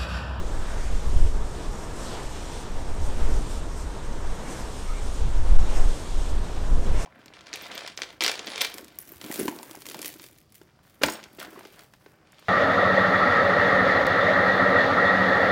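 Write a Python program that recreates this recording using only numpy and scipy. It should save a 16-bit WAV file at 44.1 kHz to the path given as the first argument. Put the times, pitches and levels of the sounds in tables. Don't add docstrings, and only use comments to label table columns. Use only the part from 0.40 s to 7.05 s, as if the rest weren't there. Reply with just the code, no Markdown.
import sys
import numpy as np
from scipy import signal
from scipy.fft import rfft, irfft, next_fast_len
from scipy.io import wavfile
from scipy.ndimage import uniform_filter1d, map_coordinates

SR = 44100
rng = np.random.default_rng(int(sys.argv[2]) if len(sys.argv) > 2 else 0)


def master(y):
    cut = np.clip(np.atleast_2d(y).T, -1, 1)
    pcm = np.round(cut * 32767)
    wavfile.write(sys.argv[1], SR, pcm.astype(np.int16))


N = 293265


# peak time in seconds, slow swing in dB, buffeting in dB, half length in seconds.
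GUSTS = [(0.005, -23, -26.5, 0.047), (0.19, -23, -30.5, 0.072), (0.405, -25, -30, 0.077),
         (0.539, -18, -23.5, 0.039), (0.679, -15.5, -20, 0.021), (0.767, -14, -19, 0.031),
         (0.83, -11.5, -20, 0.042), (0.968, -21, -28, 0.073), (1.292, -22.5, -35, 0.019),
         (1.535, -37, -34, 0.016), (1.844, -31, -36, 0.03), (2.368, -23, -31.5, 0.043),
         (2.513, -21, -33, 0.033), (2.618, -19.5, -24, 0.028), (2.687, -18.5, -29, 0.031),
         (2.852, -14.5, -25, 0.061), (2.951, -16.5, -24, 0.037), (3.13, -30.5, -34, 0.18),
         (3.458, -40, -28.5, 0.041), (3.72, -25.5, -36, 0.06), (3.885, -22, -31.5, 0.053),
         (4.233, -43, -33, 0.023), (4.518, -22, -38, 0.051), (4.68, -24, -31.5, 0.06),
         (4.852, -18.5, -20.5, 0.041), (4.997, -13, -22, 0.048), (5.159, -8, -16.5, 0.056),
         (5.306, -16.5, -27, 0.04), (5.433, -9, -29, 0.056), (5.775, -18, -33, 0.048),
         (5.96, -18.5, -26.5, 0.058), (6.223, -22.5, -31.5, 0.07), (6.354, -12, -23, 0.043),
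         (6.526, -14.5, -23, 0.055)]

def gust_strength(lull_swing_db=-36, lull_buffet_db=-40.5):
    swing, buffet = amp(lull_swing_db) ** 2, amp(lull_buffet_db) ** 2
    for s, swing_db, buffet_db, half in GUSTS:
        power = swell(s, half, half) ** 2
        swing += amp(swing_db) ** 2 * power
        buffet += amp(buffet_db) ** 2 * power
    return np.sqrt(swing), np.sqrt(buffet)


# frequency in Hz, relative level in dB.
SWING_SPECTRUM = [(2, -19), (7, -1), (12, -2.5), (20, -1.5), (32, -9.5), (45, -41), (90, -77)]
BUFFET_SPECTRUM = [(18, -18), (32, 0), (45, 0.5), (65, -4), (90, -15), (130, -23), (200, -35), (400, -49),
                   (1500, -93)]
# time in seconds, peak in dB, half length in seconds.
SHOVES = [(5.179, -2.5, 0.012)]

def microphone_wind(swing, buffet):
    pressure = swing * eddies(SWING_SPECTRUM, evenness=0.95)
    pressure += buffet * eddies(BUFFET_SPECTRUM, evenness=0.56)
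    for s, db, half in SHOVES:
        cover = swell(s, half, half)
        pressure = pressure * (1 - cover) - amp(db) * cover
    return pressure


# time in seconds, level in dB.
ROAR_LEVELS = [(0, -37), (.25, -41.5), (.62, -40.5), (.7, -38.5), (1.03, -40), (1.75, -39), (2.03, -42.5),
               (2.58, -40.5), (2.8, -36.5), (3.0, -36.5), (3.12, -40), (3.5, -43), (3.95, -40.5),
               (4.25, -38.5), (4.45, -43.5), (5.33, -38.5), (5.7, -40), (6.2, -40), (6.35, -36.5),
               (6.65, -35)]
# frequency in Hz, relative level in dB.
ROAR_SPECTRUM = [(40, -21), (100, 3.5), (160, 1), (270, -.5), (420, -1.5), (560, -7.5), (750, -13.5),
                 (1200, -19), (3000, -66)]
RUSH_SPECTRUM = [(250, -20.5), (450, 1), (620, 1), (950, 0), (1350, -4.5), (1700, -7), (2100, -12),
                 (3000, -21), (8000, -57)]
FIZZ_SPECTRUM = [(900, -8), (1700, -4), (2400, -0.5), (3400, 2.5), (4600, -2.5), (7000, -8), (10000, -23),
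                 (15000, -41)]
# time in seconds, rush change in dB, fizz and hiss crest change in dB,
# wake change in dB, wake hold in seconds, then the swoosh's level in dB, half length in seconds,
# pitch in Hz, width in octaves, fall in octaves a second.
BLADE_PASSES = [(0.29, -3, -8, -2, 0.58, -48.5, 0.16, 1570, 0.3, -1.5),
                (1.71, -1, -3, 0, 0.51, -46, 0.057, 3630, 0.55, 4),
                (2.828, -2.5, -4.5, -2, 0.35, -52, 0.1, 2150, 0.31, 3),
                (4.116, -3.5, -6, -2, 0.66, -49, 0.065, 1890, 0.38, 2),
                (5.338, 0, -1, 0, 0.56, -48, 0.058, 2300, 0.44, 3),
                (6.597, -2, -1, -3.5, 0.58, -47.5, 0.059, 2280, 0.45, 3)]

def rotor(steady_rush_db=-44):
    flutter = wobble(30)
    roar_db = np.interp(np.arange(N) / SR, *np.transpose(ROAR_LEVELS))
    roar = amp(roar_db + 0.46 * flutter) * air_noise(ROAR_SPECTRUM, patchy_db=0.1)
    passes = [(s, db) for s, db, *_ in BLADE_PASSES]
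    approach = blade_power(passes, db=-44.5, lag_s=-0.06, rise_s=0.33, fall_s=0.22)
    crest = blade_power(passes, db=-42, lag_s=0.03, rise_s=0.075, fall_s=0.08)
    rush_gain = np.sqrt(amp(steady_rush_db) ** 2 + approach + crest)
    rush = rush_gain * amp(0.44 * flutter) * air_noise(RUSH_SPECTRUM, patchy_db=0.5)
    fizz_gain = blade_cycle(steady_db=-54, crest=(-51.5, -0.5, 0.1, 0.16), wake=(-50, 0, 0.2, 0.06))
    flicker_db = 0.53 * flutter + 0.57 * wobble(22)
    fizz = fizz_gain * amp(flicker_db) * air_noise(FIZZ_SPECTRUM, patchy_db=0.8)
    return roar + rush + fizz


def swooshes(surge_db=1.3, surges_per_s=14):
    hz, t, noise = signal.stft(rng.standard_normal(N), SR, nperseg=512)
    gain = np.zeros(noise.shape)
    for s, *_, db, half, centre_hz, width, fall in BLADE_PASSES:
        octaves = np.log2((hz[:, None] + 1) / centre_hz) + fall * np.clip(t - s, -.25, .25)
        band = np.exp(-.5 * (octaves / width) ** 2)
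        bell = np.exp(-.5 * ((t - s) / half) ** 2)
        gain += amp(db) * bell * band / np.sqrt(np.mean(band ** 2, axis=0))
    surges = amp(surge_db * wobble(surges_per_s))
    return signal.istft(noise * gain, SR, nperseg=512)[1][:N] * surges


# pitch in Hz, blur in Hz, level in dB.
GEAR_TONES = [(47.1, 4.6, -47), (72.2, 6.8, -48), (154.8, 10, -55.5), (931, 19, -57.3)]

def drive_train():
    t = np.arange(N) / SR
    return sum(amp(db) * unit(np.real(blur(width_hz) * np.exp(2j * np.pi * hz * t)))
               for hz, width_hz, db in GEAR_TONES)


# frequency in Hz, relative level in dB.
HISS_SPECTRUM = [(2000, -45), (3500, -7.5), (4600, -4), (5500, 1.5), (7000, 0.5), (8700, 1), (9700, -6),
                 (11000, -13), (13000, -13.5), (14200, -20), (15000, -31)]
# peak time in seconds, level in dB, half length in seconds.
HISS_FLARES = [(0.437, -54, 0.03), (0.83, -53, 0.1), (1.2, -55, 0.14), (1.424, -51.5, 0.052),
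               (1.642, -47, 0.052), (2.2, -58, 0.06), (2.652, -50, 0.045), (2.94, -49.5, 0.047),
               (3.13, -47.5, 0.033), (3.403, -48.5, 0.026), (4.12, -48.5, 0.04), (4.206, -49, 0.03),
               (4.406, -52, 0.041), (4.707, -52, 0.08), (5.06, -55.5, 0.04), (5.39, -47, 0.06),
               (5.542, -50, 0.06), (6.44, -55, 0.025), (6.615, -46.5, 0.02)]

def air_hiss():
    cycle = blade_cycle(steady_db=-53, crest=(-49.5, 0.04, 0.06, 0.02), wake=(-52, 0, 0.2, 0.02))
    flares = sum((amp(db) * swell(s, half, half)) ** 2 for s, db, half in HISS_FLARES)
    flicker_db = 0.54 * wobble(35) + 0.45 * wobble(90)
    return np.sqrt(cycle ** 2 + flares) * amp(flicker_db) * air_noise(HISS_SPECTRUM, patchy_db=1.12)


# peak time in seconds, pitch in Hz, level in dB,
# half length in seconds, blur as a share of the pitch, rise in octaves a second.
SQUEAK_TONES = [(4.513, 1285, -41.5, 0.018, .12, 2.5), (4.54, 2210, -49.8, 0.052, .17, .4)]

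def squeak(rough_db=2.5):
    t = np.arange(N) / SR
    out = np.zeros(N)
    for s, hz, db, half, width, rise in SQUEAK_TONES:
        pitch = hz * 2 ** (rise * np.clip(t - s, -2 * half, 2 * half))
        tone = np.exp(2j * np.pi * np.cumsum(pitch) / SR)
        roughness = blur(width * hz) * amp(rough_db * wobble(300))
        out += amp(db) * swell(s, half, half) * unit(np.real(roughness * tone))
    return out


def blade_cycle(steady_db, crest, wake):
    crests = blade_power([(s, db) for s, _, db, *_ in BLADE_PASSES], *crest)
    wake_db, lag_s, rise_s, fall_s = wake
    wakes = sum((amp(wake_db + db) * swell(s + lag_s, rise_s, fall_s, hold_s)) ** 2
                for s, _, _, db, hold_s, *_ in BLADE_PASSES)
    return np.sqrt(amp(steady_db) ** 2 + crests + wakes)


def blade_power(passes, db, lag_s, rise_s, fall_s):
    return sum((amp(db + change_db) * swell(s + lag_s, rise_s, fall_s)) ** 2 for s, change_db in passes)


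def eddies(spectrum, evenness):
    pressure = coloured(rng.standard_normal(N), spectrum)
    strength = uniform_filter1d(np.abs(signal.hilbert(pressure)), size=1800)
    return unit(pressure / strength ** evenness)


def air_noise(spectrum, patchy_db):
    noise = signal.stft(rng.standard_normal(N), nperseg=512)[2]
    patches = uniform_filter1d(rng.standard_normal(noise.shape), size=9, axis=0)
    patches = uniform_filter1d(patches, size=16, axis=1)
    patchy = signal.istft(noise * amp(patchy_db * unit(patches)), nperseg=512)[1][:N]
    return coloured(patchy, spectrum)


def swell(s, rise_s, fall_s, hold_s=0):
    t = np.arange(N) / SR - s
    t -= np.clip(t, 0, hold_s)
    return np.exp(-.5 * (t / np.where(t < 0, rise_s, fall_s)) ** 2)


def wobble(rate):
    return map_coordinates(rng.standard_normal(int(N * rate / SR) + 4), [np.arange(N) * rate / SR])


def blur(width_hz):
    return wobble(width_hz) + 1j * wobble(width_hz)


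def coloured(x, spectrum):
    points_hz, db = np.transpose(spectrum)
    log_points = np.log(points_hz + 1)
    return unit(filtered(x, lambda hz: amp(np.interp(np.log(hz + 1), log_points, db, right=-120))))


def filtered(x, response):
    size = next_fast_len(N + SR // 2)
    return irfft(rfft(x, size) * response(np.fft.rfftfreq(size, 1 / SR)), size)[:N]


def amp(db):
    return 10 ** (np.asarray(db) / 20)


def unit(x):
    return x / np.sqrt(np.mean(x ** 2) + 1e-20)


def scene():
    wind = microphone_wind(*gust_strength())
    return (wind + rotor() + swooshes() + drive_train() + air_hiss() + squeak())[None]


def record(dry):
    clip_level, top_hz = .708, 15030
    clipped = np.clip(dry[0], -clip_level, clip_level)
    return filtered(clipped, lambda hz: hz < top_hz)[None]


dry = scene()
out = record(dry)
master(out)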